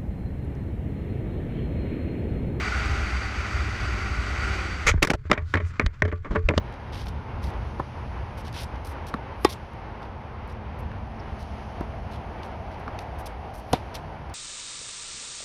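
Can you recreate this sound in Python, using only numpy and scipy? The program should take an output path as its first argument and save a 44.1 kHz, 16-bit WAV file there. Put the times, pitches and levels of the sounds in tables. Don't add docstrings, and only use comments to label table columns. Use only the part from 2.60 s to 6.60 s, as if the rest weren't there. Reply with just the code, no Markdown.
import sys
import numpy as np
from scipy import signal
from scipy.fft import rfft, irfft
from scipy.io import wavfile
from scipy.ndimage import uniform_filter1d

SR = 44100
rng = np.random.default_rng(int(sys.argv[2]) if len(sys.argv) > 2 else 0)


def dump_mix(stems):
    frames = np.atleast_2d(stems).T
    limited = np.clip(frames, -1, 1)
    pcm = np.round(limited * 32767).astype(np.int16)
    wavfile.write(sys.argv[1], SR, pcm)


N = 176400
T = np.arange(N) / SR

# f/Hz, level/dB
TICK_SPECTRUM = [(1500, -34), (3000, 16), (3700, 9.5), (6500, -1), (8500, -13.5), (13000, -32.5),
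                 (15500, -14.5)]


def engine(level_db=-36.5, jitter=0.01016, rough_db=3):
    # t/s, f/Hz
    firing = [(0, 103), (.15, 104.5), (.9, 100.5), (1.4, 99.5), (1.83, 101), (2.0, 93), (2.3, 81)]
    # multiple, level/dB
    harmonics = [(1, 0), (2, -11.5), (3, -20), (4, -12.5), (5, -27.5), (6, -16.5)]
    phase = 2 * np.pi * np.cumsum(curve(firing) * (1 + jitter * walk(33.5))) / SR
    return undb(level_db) * sum(undb(db + rough_db * walk(26)) * np.sin(k * phase) for k, db in harmonics)


def wind(buffet_hz=59.66, wander=0.094, flutter_db=2, flicker_db=0.51):
    # t/s, buffeting level/dB, rush level/dB
    levels = [(0.0, -27.5, -29), (0.77, -32.5, -33.5), (2.26, -29, -33)]
    # t/s, buffeting gain/dB, rush gain/dB, half length/s
    gusts = [(0.067, -8, -0.5, 0.072), (0.295, 7, 0, 0.03), (0.72, -8, -1.5, 0.045), (0.8, 3, 1.5, 0.018),
             (0.876, -16, 1.5, 0.018), (0.98, 5.5, 0.5, 0.05), (1.243, 3, 1, 0.038), (1.914, -1, 2.5, 0.16),
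             (2.196, -7.5, -2.5, 0.14)]
    # f/Hz, level/dB
    rumble_spectrum = [(15, -4.5), (40, -11), (55, 7.5), (75, 13), (92, -4), (125, 1), (160, -14),
                       (300, -60.5)]
    # f/Hz, level/dB
    rush_spectrum = [(88, -33.5), (150, -8), (200, 0), (256, -5.5), (310, -3.5), (369, -5.5), (398, -7),
                     (540, -12.5), (792, -9.5), (906, -12), (1410, 1), (1700, -8), (2270, -4.5),
                     (3320, -17.5), (5100, -21), (5600, -21.5), (6450, -22.5), (7400, -31.5),
                     (11500, -50.5), (14500, -95)]
    # f/Hz, width/Hz, gain/dB
    resonances = [(784, 63, -2), (1460, 55, -10.5), (1952, 110, -2.5), (12130, 670, 13.5)]
    phase = 2 * np.pi * np.cumsum(buffet_hz * (1 + wander * walk(35.7))) / SR
    eddies = np.sqrt(2) * np.sin(phase) * undb(flutter_db * walk(34))
    buffeting = undb(-2.5) * eddies + undb(1) * noise(rumble_spectrum)
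    air = noise(rush_spectrum)
    singing = sum(undb(db) * resonate(air, hz, width) for hz, width, db in resonances)
    rush = unit(air + singing) + whistles()
    buffet_db = curve(levels)
    rush_db = curve(levels, column=2) + flicker_db * walk(75)
    for when, buffet_gain_db, rush_gain_db, half_length in gusts:
        swell = np.exp(-((T - when) / half_length) ** 2)
        buffet_db += buffet_gain_db * swell
        rush_db += rush_gain_db * swell
    return buffeting * undb(buffet_db) + rush * undb(rush_db)


def crunch(start_s=2.2645, level_db=-14.5):
    # f/Hz, level/dB
    spectrum = [(100, -3.5), (280, -16.5), (450, -4), (530, -8), (620, -4), (800, -13.5), (1100, -6),
                (1380, 2.5), (1680, -8), (2100, 4.5), (2450, -2), (2900, -11), (5000, -16.5), (6700, -10),
                (9000, -29.5), (14000, -41)]
    cracks = unit(colour(grit(N, spread_db=3.5), spectrum))
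    return undb(level_db) * cracks * burst(T - start_s, attack_s=0.0077, hold_s=0.023, decay_s=0.0081)


def grinds(size=2048, drive=1.36, grit_db=-16, push_db=-2, ring_db=-21):
    # t/s, level/dB, hold/s, f/Hz
    blows = [(2.422, -19.5, 0.006, 422), (2.426, -12.5, 0.0048, 1890), (2.436, -23, 0.0053, 1100),
             (2.447, -23, 0.0037, 1680), (2.472, -23.5, 0.0018, 1680), (2.482, -33, 0.005, 540),
             (2.498, -23.5, 0.0032, 626), (2.502, -14, 0.00094, 1510), (2.51, -22.5, 0.0057, 575),
             (2.534, -25.5, 0.0059, 1000), (2.545, -30.5, 0.0065, 500)]
    # f/Hz, level/dB
    push_spectrum = [(50, -11.5), (130, -2.5), (230, -6), (330, -4.5), (500, -14), (1200, -29), (4000, -71)]
    out = np.zeros(N)
    for start, db, hold, hz in blows:
        contact = rng.standard_normal(size)
        rasp = band(contact, hz, width=hz) + undb(grit_db) * unit(colour(contact, TICK_SPECTRUM))
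        shape = burst(T[:size], attack_s=0.00063, hold_s=hold, decay_s=0.0031)
        squared_off = unit(np.tanh(drive * rasp)) * shape
        push = unit(colour(rng.standard_normal(size) * shape, push_spectrum))
        push *= np.sqrt(np.mean(shape ** 2))
        add(out, start, undb(db) * squared_off + undb(db + push_db) * push)
        add(out, start, undb(db + ring_db) * housing())
    return out


def knocks(size=9000, attack_s=0.00066, hold_s=0.00034, rattle_db=-28, rattle_s=0.032):
    # t/s, body/dB, clack/dB, tick/dB, decay/s, clack f/Hz, ring/dB
    contacts = [(2.3139, -43, -22, -32, 0.0014, 2200, -56), (2.34, -23.5, -42, -62, 0.0018, 1410, -59.5),
                (2.375, -35, -40, -66, 0.0082, 1500, -62), (2.653, -39, -43, -75, 0.0015, 1800, -56),
                (2.698, -18.5, -28.5, -46.5, 0.012, 1120, -53), (2.714, -9.5, -6, -20, .0022, 668, -34),
                (2.729, -21, -22, -32.5, 0.0066, 1650, -51), (2.776, -29, -25, -46.5, 0.0061, 1920, -39.5),
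                (2.9382, -22.5, -14.5, -30.5, 0.0041, 1940, -58),
                (2.948, -21.5, -22.5, -47, 0.014, 1420, -50), (2.955, -35, -20.5, -38, 0.0012, 2040, -32),
                (2.9705, -28, -26.5, -41.5, 0.0071, 2200, -36),
                (3.001, -32.5, -32.5, -48.5, 0.0094, 1840, -40),
                (3.1959, -17, -12.5, -36, .0027, 1800, -31), (3.202, -24.5, -40, -49, 0.0024, 1120, -60),
                (3.212, -27.5, -28, -57, .0056, 1650, -39), (3.2621, -30.5, -24, -29, 0.0023, 1930, -69),
                (3.4203, -17.5, -9.5, -36, 0.0028, 1940, -31), (3.451, -24, -27.5, -46, .0059, 1650, -37),
                (3.479, -32, -40, -53, 0.011, 2000, -42), (3.515, -40, -35, -62, 0.0097, 2010, -62),
                (3.526, -28, -32.5, -61, 0.0052, 1390, -34), (3.646, -35.5, -34.5, -56.5, 0.025, 1160, -51),
                (3.708, -25, -37.5, -50, 0.032, 1090, -38.5), (3.75, -25, -28, -50, 0.011, 1160, -35),
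                (3.7582, -25, -21.5, -50, 0.0066, 1440, -27.5),
                (3.8869, -19, -14, -28.5, 0.0042, 2470, -39), (3.895, -18, -38, -63, 0.013, 1100, -50),
                (3.908, -26, -32, -63, 0.0055, 1610, -32), (3.9372, -23, -32.5, -54, 0.0024, 1510, -54),
                (3.977, -10.5, -15, -21.5, 0.0025, 755, -49)]
    # f/Hz, level/dB
    body_spectrum = [(60, -15.5), (160, 6), (300, 3.5), (620, -3), (760, -15.5), (950, -8), (1500, -35),
                     (4000, -71.5)]
    # f/Hz, level/dB
    clack_spectrum = [(300, -31), (600, 0.5), (770, -3.5), (1100, 2.5), (1400, 0), (2200, 0), (2800, -13.5),
                      (3800, -21), (6000, -62)]
    out, t = np.zeros(N), T[:size]
    for start, body_db, clack_db, tick_db, decay, hz, ring_db in contacts:
        blow = burst(t, attack_s, hold_s, decay)
        rattling = blow + undb(rattle_db) * burst(t, attack_s, hold_s, rattle_s)
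        body = chatter(rattling, body_spectrum)
        clack = chatter(rattling, clack_spectrum)
        clack = resonate(clack, hz, width=800) + undb(-10) * clack
        tick = chatter(blow, TICK_SPECTRUM)
        for db, part in (body_db, body), (clack_db, clack), (tick_db, tick):
            add(out, start, undb(db) * part / peak_rms(part))
        add(out, start, undb(ring_db) * housing())
    return out


def housing(size=14000, detune=0.02, spread_db=-2.5):
    # f/Hz, t60/s, level/dB
    modes = [(252, 0.096, -3.5), (354, .15, -6), (429, 0.17, 2.5), (594, 0.087, 3.5), (1041, .06, -4),
             (1145, 0.14, -5.5), (1265, .07, -23), (1420, 0.063, -8), (1790, 0.049, -17.5)]
    ring, t = np.zeros(size), T[:size]
    for hz, t60, db in modes:
        strength, tuning = rng.standard_normal(2)
        tone = np.sin(2 * np.pi * hz * (1 + detune * tuning) * t)
        ring += undb(db + spread_db * strength) * tone * np.exp(-np.log(1000) * t / t60)
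    return ring


def thuds():
    # crest t/s, level/dB, width/s
    shoves = [(2.269, -18.5, 0.0043), (2.322, -14.5, 0.0032), (2.349, -14, 0.0018), (2.362, -13, 0.0024),
              (2.390, -16.5, 0.0037), (2.428, -25, 0.0058), (2.547, -18, 0.0022), (2.714, -29, 0.0048),
              (3.244, -20, 0.0011), (3.269, -13, 0.0037), (3.716, -18.5, 0.0042), (3.857, -11.5, 0.0041)]
    out = np.zeros(N)
    for crest, db, width in shoves:
        spread = ((T - crest) / width) ** 2 / 2
        out -= undb(db) * (1 - spread) * np.exp(-spread / 2)
    return out


def booms(shell_hz=85.6, detune=0.027, size=16000):
    # t/s, level/dB
    jolts = [(2.3, -22), (2.652, -29), (2.78, -27), (2.818, -22), (2.94, -18), (3.031, -20), (3.223, -22),
             (3.431, -17), (3.525, -24.5), (3.769, -19.5), (3.877, -21), (3.964, -16.5)]
    out, t = np.zeros(N), T[:size]
    shape = burst(t, attack_s=0.0074, hold_s=0.012, decay_s=0.038)
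    for start, db in jolts:
        hz = shell_hz * (1 + detune * rng.standard_normal())
        add(out, start, undb(db) * np.sin(2 * np.pi * hz * t) * shape)
    return out


def tumble(rumble_db=-39, turn_db=4, flicker_db=3):
    # t/s, level/dB
    hiss_levels = [(2.28, -37), (2.4, -52.5), (2.62, -59.5), (2.8, -55), (2.9, -51.5), (3.09, -45.5),
                   (3.18, -46.5), (3.29, -59), (3.38, -52), (3.48, -60), (3.62, -58.5), (4, -49)]
    # f/Hz, level/dB
    hiss_spectrum = [(150, 8), (400, -7), (800, -11), (1400, 0), (2200, -8.5), (3000, -14.5), (7500, -26.5),
                     (9000, -43.5), (15000, -63.5)]
    # f/Hz, width/Hz, gain/dB
    resonances = [(1124, 120, -6.5), (1480, 79, -4.5), (2050, 93, -2), (2400, 56, 4), (4600, 140, -2.5)]
    # t/s, level/dB, half length/s, f/Hz
    swings = [(2.906, -59, 0.048, 3700), (3.082, -60.5, 0.028, 6200)]
    # f/Hz, level/dB
    rumble_spectrum = [(20, -5), (45, -5), (80, -2), (130, -8.5), (220, -38), (400, -71.5)]
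    hiss = unit(colour(grit(N, spread_db=3), hiss_spectrum))
    turning = sum(undb(db + turn_db * walk(7.9)) * resonate(hiss, hz, width)
                  for hz, width, db in resonances)
    air = rng.standard_normal(N)
    swishes = sum(undb(db) * np.exp(-((T - when) / half_length) ** 2) * band(air, hz, width=3500)
                  for when, db, half_length, hz in swings)
    rumble = undb(rumble_db) * noise(rumble_spectrum)
    hiss_db = curve(hiss_levels) + flicker_db * walk(75)
    return rumble + unit(hiss + turning) * undb(hiss_db) + swishes


def whistles(flicker_db=2):
    # f/Hz, width/Hz, level/dB relative to the rush
    edges = [(4631, 210, -18.5), (7820, 700, -31.5), (9150, 380, -39.5)]
    return sum(undb(db + flicker_db * walk(30)) * band(rng.standard_normal(N), hz, width)
               for hz, width, db in edges)


def grit(size, spread_db):
    grains = rng.standard_normal(size)
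    strength = np.repeat(rng.standard_normal(size // 20 + 1), 20)[:size]
    return grains * undb(spread_db * strength)


def chatter(shape, spectrum):
    return colour(grit(len(shape), spread_db=2.5) * shape, spectrum, order=2048)


def burst(t, attack_s, hold_s, decay_s):
    return np.clip(t / attack_s, 0, 1) * np.exp(-np.maximum(t - attack_s - hold_s, 0) / decay_s)


def walk(rate_hz):
    size = max(int(SR / rate_hz), 2)
    drift = uniform_filter1d(rng.standard_normal(N), size, mode="wrap")
    return unit(uniform_filter1d(drift, size, mode="wrap"))


def colour(x, spectrum, order=16384):
    hz, db = np.array(spectrum, float).T
    grid = np.maximum(np.arange(order // 2 + 1) * SR / order, 1)
    cepstrum = irfft(np.log(undb(np.interp(np.log(grid), np.log(hz), db))))
    cepstrum[1:order // 2] *= 2
    cepstrum[order // 2 + 1:] = 0
    return signal.fftconvolve(x, irfft(np.exp(rfft(cepstrum))))[:len(x)]


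def noise(spectrum):
    return unit(colour(rng.standard_normal(N), spectrum))


def resonate(x, hz, width):
    return signal.lfilter(*signal.iirpeak(hz, hz / width, fs=SR), x)


def band(x, hz, width):
    return unit(resonate(resonate(x, hz, width), hz, width))


def curve(rows, column=1):
    rows = np.array(rows)
    return np.interp(T, rows[:, 0], rows[:, column])


def peak_rms(x, window_s=0.0018):
    return np.sqrt(uniform_filter1d(x ** 2, int(window_s * SR), mode="constant").max())


def unit(x):
    return x / np.sqrt(np.mean(x ** 2))


def undb(db):
    return 10 ** (np.asarray(db) / 20)


def add(out, start_s, x):
    i = int(start_s * SR)
    out[i:i + len(x)] += x[:N - i]


def scene(crash_s=2.28, fade_s=0.045):
    crashed = np.clip((T - crash_s) / fade_s, 0, 1)
    bed = (1 - crashed) * (engine() + wind()) + crashed * tumble()
    return (bed + crunch() + grinds() + knocks() + thuds() + booms())[None]


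def record(dry, ceiling=0.44, top_hz=14400):
    overloaded = dry / (1 + (dry / ceiling) ** 8) ** (1 / 8)
    return signal.sosfilt(signal.ellip(8, .2, 70, top_hz, fs=SR, output="sos"), overloaded)


dry = scene()
out = record(dry)
dump_mix(out)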